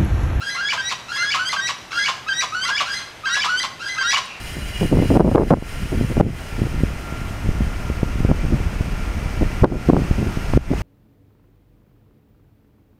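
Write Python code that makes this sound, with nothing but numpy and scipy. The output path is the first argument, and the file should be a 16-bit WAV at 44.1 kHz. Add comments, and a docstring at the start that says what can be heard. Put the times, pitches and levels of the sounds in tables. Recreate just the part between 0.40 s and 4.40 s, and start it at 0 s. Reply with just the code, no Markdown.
"""Chachalacas round a yard

Four chachalacas call over one another from the treetops. Each call climbs through clear notes,
jumping register at each, then plunges into a harsh rasp of slapping membranes and puffs of air.
Trees and walls throw the calls back over a faint low rumble; near the end a far bird answers."""
import sys
import numpy as np
from scipy import signal
from scipy.fft import rfft, irfft
from scipy.io import wavfile
from scipy.ndimage import uniform_filter1d

SR = 44100
rng = np.random.default_rng(int(sys.argv[2]) if len(sys.argv) > 2 else 0)


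def wrap_up_sound(samples):
    """Save the sound to the file named by the first command line argument, as 16-bit audio."""
    columns = np.atleast_2d(samples).T
    # keep every value between -1 and 1, then stretch to whole-number steps
    tamed = np.clip(columns, -1, 1)
    steps = np.round(tamed * 32767).astype(np.int16)
    wavfile.write(sys.argv[1], SR, steps)


N = 176400


def amp(db):
    """Decibels to gain."""
    return 10 ** (np.asarray(db) / 20)


def unit(x):
    """Normalises to rms 1."""
    return x / np.sqrt(np.mean(x ** 2) + 1e-20)


def curve_at(curve, hz):
    """Reads a curve on a log-frequency axis."""
    f, value = np.transpose(curve)
    return np.interp(np.log(hz + 1), np.log(f + 1), value)


def add(mix, start_s, sound):
    """Drops a sound into the mix at its cue."""
    part = mix[max(round(start_s * SR), 0):][:len(sound)]
    part += sound[:len(part)]


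def smooth(x, s):
    """Running mean over s seconds."""
    return uniform_filter1d(x, max(int(s * SR), 1))


def wander(n, s):
    """Random modulator that changes every s seconds."""
    return unit(smooth(rng.standard_normal(n), s))


def equalise(x, curve, size=2048):
    """Minimum-phase EQ along a dB curve."""
    log_gain = np.log(amp(curve_at(curve, abs(np.fft.fftfreq(size, 1 / SR)))))
    taps = np.fft.ifft(np.exp(np.conj(signal.hilbert(log_gain)))).real
    return signal.fftconvolve(x, taps[:size // 2])[:len(x)]


# Tone of the outdoor bed: f/Hz, relative level/dB
RUMBLE_EQ = [(20, -16), (45, -3.5), (95, -1.5), (120, 2.5), (145, -1.5), (420, -6.5), (800, -4), (3000, -9),
             (7000, -22), (15000, -34)]


def outdoor_rumble(level_db=-41):
    """A steady bed of low rumble and faint hiss."""
    gain = amp(curve_at(RUMBLE_EQ, np.fft.rfftfreq(N, 1 / SR)))
    return amp(level_db) * unit(irfft(rfft(rng.standard_normal(N)) * gain, N))


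# Reverb time of the yard: f/Hz, t60/s
YARD_DECAY = [(300, 0.2), (1200, 0.6), (3000, 0.62), (6000, 0.69), (14000, 0.65)]


def yard_reverb(x, predelay_s=0.0031, early_db=6.5, early_s=0.024, echoes_per_s=3000):
    """Early scatter from nearby leaves, then a tail from trees and walls."""
    t = np.arange(SR // 2) / SR
    echoes = rng.choice([-1., 1.], len(t)) * (rng.random(len(t)) < echoes_per_s / SR)
    echoes *= (t > predelay_s) * (1 + amp(early_db) * np.exp(-t / early_s))
    hz, age, bands = signal.stft(echoes, SR, nperseg=256)
    decay = amp(-60 * age / curve_at(YARD_DECAY, hz)[:, None])
    tail = signal.istft(bands * decay, SR, nperseg=256)[1]
    return signal.fftconvolve(x, tail / np.sqrt(np.sum(tail ** 2)))


# Contour of the answering cry, ahead of the reverb: t/s, f/Hz, level/dB
ANSWER_CONTOUR = [(3.82, 2900, -56), (3.89, 2717, -35), (3.951, 2446, -37), (4.0, 2360, -57)]


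def distant_birds(flutter=0.097, chip_at_s=3.85, chip_s=0.018, chip_db=-43):
    """A falling, fluttering cry, fully wet, and one thin falling chip, dry."""
    out = np.zeros(N)
    times, hz, db = np.transpose(ANSWER_CONTOUR)
    t = np.arange(times[0], times[-1], 1 / SR)
    cry_hz = np.interp(t, times, hz) * (1 + flutter * wander(len(t), s=0.005))
    cry = amp(np.interp(t, times, db)) * np.sin(2 * np.pi * np.cumsum(cry_hz) / SR)
    add(out, times[0], yard_reverb(cry))
    chip_hz = np.linspace(9200, 8500, int(chip_s * SR))
    chip = np.hanning(len(chip_hz)) * np.sin(2 * np.pi * np.cumsum(chip_hz) / SR)
    add(out, chip_at_s, amp(chip_db) * chip)
    return out


# Tone of the rasp's grit: f/Hz, relative level/dB
RASP_EQ = [(200, -38), (400, -30.5), (560, -3), (800, 1.5), (1080, 7), (1800, -6), (2850, 0.5), (5000, -7),
           (6800, -12), (9000, -24.5), (15000, -40)]
RASP_HZ = 1168  # the notes plunge to this pitch and the rasp sags from it


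def rasp(attack_s=0.0016, hold_s=0.016, release_s=0.008, sag=0.13, jitter=0.11, spread_db=7.5):
    """The closing squawk: uneven, slowing membrane slaps and puffs of air, with a tone fading in."""
    t = np.arange(0, hold_s + 6 * release_s, 1 / SR)
    n = len(t)
    progress = np.minimum(t / hold_s, 1)
    hz = RASP_HZ * (1 - sag * progress) * (1 + jitter * wander(n, s=1 / RASP_HZ))
    cycles = np.cumsum(hz) / SR
    slaps = np.diff(np.floor(cycles), prepend=0) * amp(spread_db * (2 * rng.random(n) - 1))
    puffs = (1 - cycles % 1) * rng.standard_normal(n)
    grit = unit(equalise(unit(slaps) + 0.53 * unit(puffs), RASP_EQ))
    tone = 1.2 * progress * np.sin(2 * np.pi * cycles)
    envelope = np.minimum(t / attack_s, 1) * np.exp(-np.maximum(t - hold_s, 0) / release_s)
    return unit(grit + tone) * envelope


# Throat colour on the overtones, and tone of the breath: f/Hz, relative level/dB
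THROAT_EQ = [(500, -6), (1500, 16), (3200, 0), (4800, -5), (5900, -8), (7800, -21), (9700, -27),
             (12000, -40), (15000, -54)]
BREATH_EQ = [(200, -51), (700, -17), (2800, -1), (5200, 10.5), (7000, -0.5), (9000, -20), (15000, -46)]


def climb(notes, times, detune_percent, tilt_db_per_octave, tilt_from_hz=5460,
          jump_s=0.0021, flick_s=0.0029, plunge_s=0.00697, swell_db=1.5, even_db=-3, breath_db=-3.5):
    """The clear part of a call: notes jump upward in register, then darken and swell as they plunge."""
    lengths = np.maximum(np.diff(times) * SR, 2).astype(int)
    ramps = [np.linspace((f0, db0, bright0, rough), (f1, db1, bright1, rough), length)
             for (f0, f1, db0, db1, bright0, bright1, rough), length in zip(notes, lengths)]
    hz, db, bright_db, rough = np.concatenate(ramps).T
    n = len(hz)
    t = np.arange(n) / SR
    to_end = t[-1] - t
    held = np.minimum(to_end / plunge_s, 1)  # falls from 1 to 0 in the plunge

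    to_jump = np.concatenate([np.arange(length)[::-1] / SR for length in lengths])
    flick = 1 + 0.025 * np.exp(-to_jump / flick_s)  # pitch lifts just before each jump
    hz = smooth(hz * flick, jump_s) * (1 + detune_percent / 100)
    waver = 0.0035 * wander(n, s=0.005)
    hoarseness = 0.079 * wander(n, s=0.00064) + 0.045 * wander(n, s=0.003)
    hz = (RASP_HZ + (hz - RASP_HZ) * held) * (1 + waver + rough * held * hoarseness)

    phase = 2 * np.pi * np.cumsum(hz) / SR
    brightness = amp(smooth(bright_db, jump_s)) * held
    voice = np.cos(phase)
    for k in range(2, 11):
        tilt_db = tilt_db_per_octave * np.log2(np.maximum(k * hz / tilt_from_hz, 1))
        gain = amp(curve_at(THROAT_EQ, k * hz) + even_db * (k % 2 == 0) + tilt_db)
        voice += brightness * gain * (k * hz < SR / 2) * np.cos(k * phase + 2 * np.pi * rng.random())
    voice *= 1 + 0.81 * rough * wander(n, s=0.002)  # shimmer on the rough notes
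    breath = (1 + np.cos(phase)) * rng.standard_normal(n)
    voice += amp(breath_db) * rough * unit(equalise(breath, BREATH_EQ))
    level = amp(smooth(db + swell_db * (held < 1), jump_s))
    fades = np.clip(np.minimum(t, to_end) / jump_s * 2, 0, 1)
    return voice * level * fades


def chachalaca(notes, cues, delivery, wet_db, tilt_db_per_octave, slapback_s=0.075, slapback_db=-17.5):
    """One bird on its perch; it turns as it calls, so each call has its own reverb."""
    out = np.zeros(N)
    for times, (climb_db, rasp_db, detune_percent) in zip(cues, delivery):
        call = np.zeros(SR // 2)
        add(call, 0, amp(climb_db) * climb(notes, times, detune_percent, tilt_db_per_octave))
        add(call, times[-1] - times[0], amp(rasp_db) * rasp())
        add(out, times[0], call)
        add(out, times[0], amp(wet_db) * yard_reverb(call))
        add(out, times[0] + slapback_s, amp(wet_db + slapback_db) * call)  # one distinct wall echo
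    return out


# Each bird's phrase, a row per note: start f/Hz, end f/Hz, start level/dB, end level/dB,
# start overtone gain/dB, end overtone gain/dB, roughness/0-1
NEAR_NOTES = [(1233.6, 1310, -30.5, -24, -27, -1, 0), (1604, 1555, -17.5, -16.5, -11.5, -5.5, 0.05),
              (1850, 1950, -36, -20.5, 6, 8, 0), (2148, 3200, -26.5, -23, 6, 8, 0.55)]
SHRILL_NOTES = [(1058, 1110, -30, -32, 1, -20, 0.39), (1339, 1430, -28, -20, -7.5, -10.5, 0.14),
                (1598, 1690, -18.5, -26, -18.5, 8, 0.074), (2248, 2290, -23, -19, -10, 8.5, 0.17),
                (2999, 2800, -21, -20, -2, -5, 0.3)]
DEEP_NOTES = [(1223, 1340, -23.5, -19.5, -24, -11.5, 0.059), (1458, 1510, -16.5, -22.5, -14.5, -7, 0.048),
              (1534, 1600, -27, -34.5, 2.5, 19.5, 0.095), (1997, 2100, -20, -31.5, -9.5, 16.5, 0.16)]
FAR_NOTES = [(1290, 1450, -37.5, -27.5, -1, -10, 0.21), (1599, 1650, -28.5, -28.5, -10, 3, 0.17),
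             (2028, 2090, -31, -34, 0, 4.5, 0.14)]
# Cues, a row per call: onset t/s of each note, then onset t/s of the rasp
NEAR_CUES = [(.358, .378, .412, .492, .512), (1.147, 1.165, 1.202, 1.273, 1.292),
             (1.864, 1.887, 1.932, 2.008, 2.024), (2.836, 2.858, 2.892, 2.946, 2.966),
             (3.565, 3.585, 3.630, 3.709, 3.730)]
SHRILL_CUES = [(.147, .165, .21, .287, .306, .327), (.76, .775, .83, .905, .922, .944),
               (1.518, 1.533, 1.58, 1.644, 1.662, 1.682), (2.235, 2.255, 2.305, 2.368, 2.383, 2.404),
               (2.87, 2.888, 2.94, 3.006, 3.023, 3.043), (3.61, 3.63, 3.672, 3.728, 3.748, 3.769)]
DEEP_CUES = [(.962, .995, 1.055, 1.093, 1.128), (2.122, 2.150, 2.215, 2.253, 2.287),
             (3.062, 3.095, 3.168, 3.200, 3.236)]
FAR_CUES = [(.006, .028, .095, .16), (.683, .72, .77, .85), (1.508, 1.53, 1.59, 1.65),
            (2.45, 2.48, 2.54, 2.595), (3.395, 3.425, 3.485, 3.555)]
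# Delivery, a row per call: trim on the notes/dB, rasp level/dB, detune/%
NEAR_DELIVERY = [(-4, -22.5, -0.035), (-2, -23.5, -0.009), (-0.5, -21, -0.015), (0, -25, -0.314),
                 (0.5, -21, -0.065)]
SHRILL_DELIVERY = [(-0.33, -20, 0.5), (-0.29, -20.5, 0.5), (-0.14, -20, -0.5), (-0.38, -20, .5),
                   (-0.61, -19, 2), (-0.042, -20.5, .5)]
DEEP_DELIVERY = [(-2, -22, 0.74), (-1.7, -22, 0.045), (-0.81, -22.5, -0.982)]
FAR_DELIVERY = [(-0.75, -43, -0.58), (1.4, -43, 0.99), (0.15, -40.5, 0.049), (0.72, -39, -0.0078),
                (-1.7, -44, -0.72)]


def chorus():
    """Four chachalacas overlap, the far one wettest."""
    near = chachalaca(NEAR_NOTES, NEAR_CUES, NEAR_DELIVERY, wet_db=-3.5, tilt_db_per_octave=-2)
    shrill = chachalaca(SHRILL_NOTES, SHRILL_CUES, SHRILL_DELIVERY, wet_db=-3, tilt_db_per_octave=-10)
    deep = chachalaca(DEEP_NOTES, DEEP_CUES, DEEP_DELIVERY, wet_db=-4.5, tilt_db_per_octave=5)
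    far = chachalaca(FAR_NOTES, FAR_CUES, FAR_DELIVERY, wet_db=3.5, tilt_db_per_octave=6)
    return near + shrill + deep + far


def scene():
    """Mono mix: the chorus in front, distant birds and the rumble behind."""
    return (chorus() + distant_birds() + outdoor_rumble())[None]


def record(dry):
    """A steep high cut on the master."""
    cutoff_hz = 15050
    high_cut = signal.firwin(511, cutoff_hz, window=("kaiser", 9), fs=SR)
    return signal.oaconvolve(dry, high_cut[None], "same")


dry = scene()
out = record(dry)
wrap_up_sound(out)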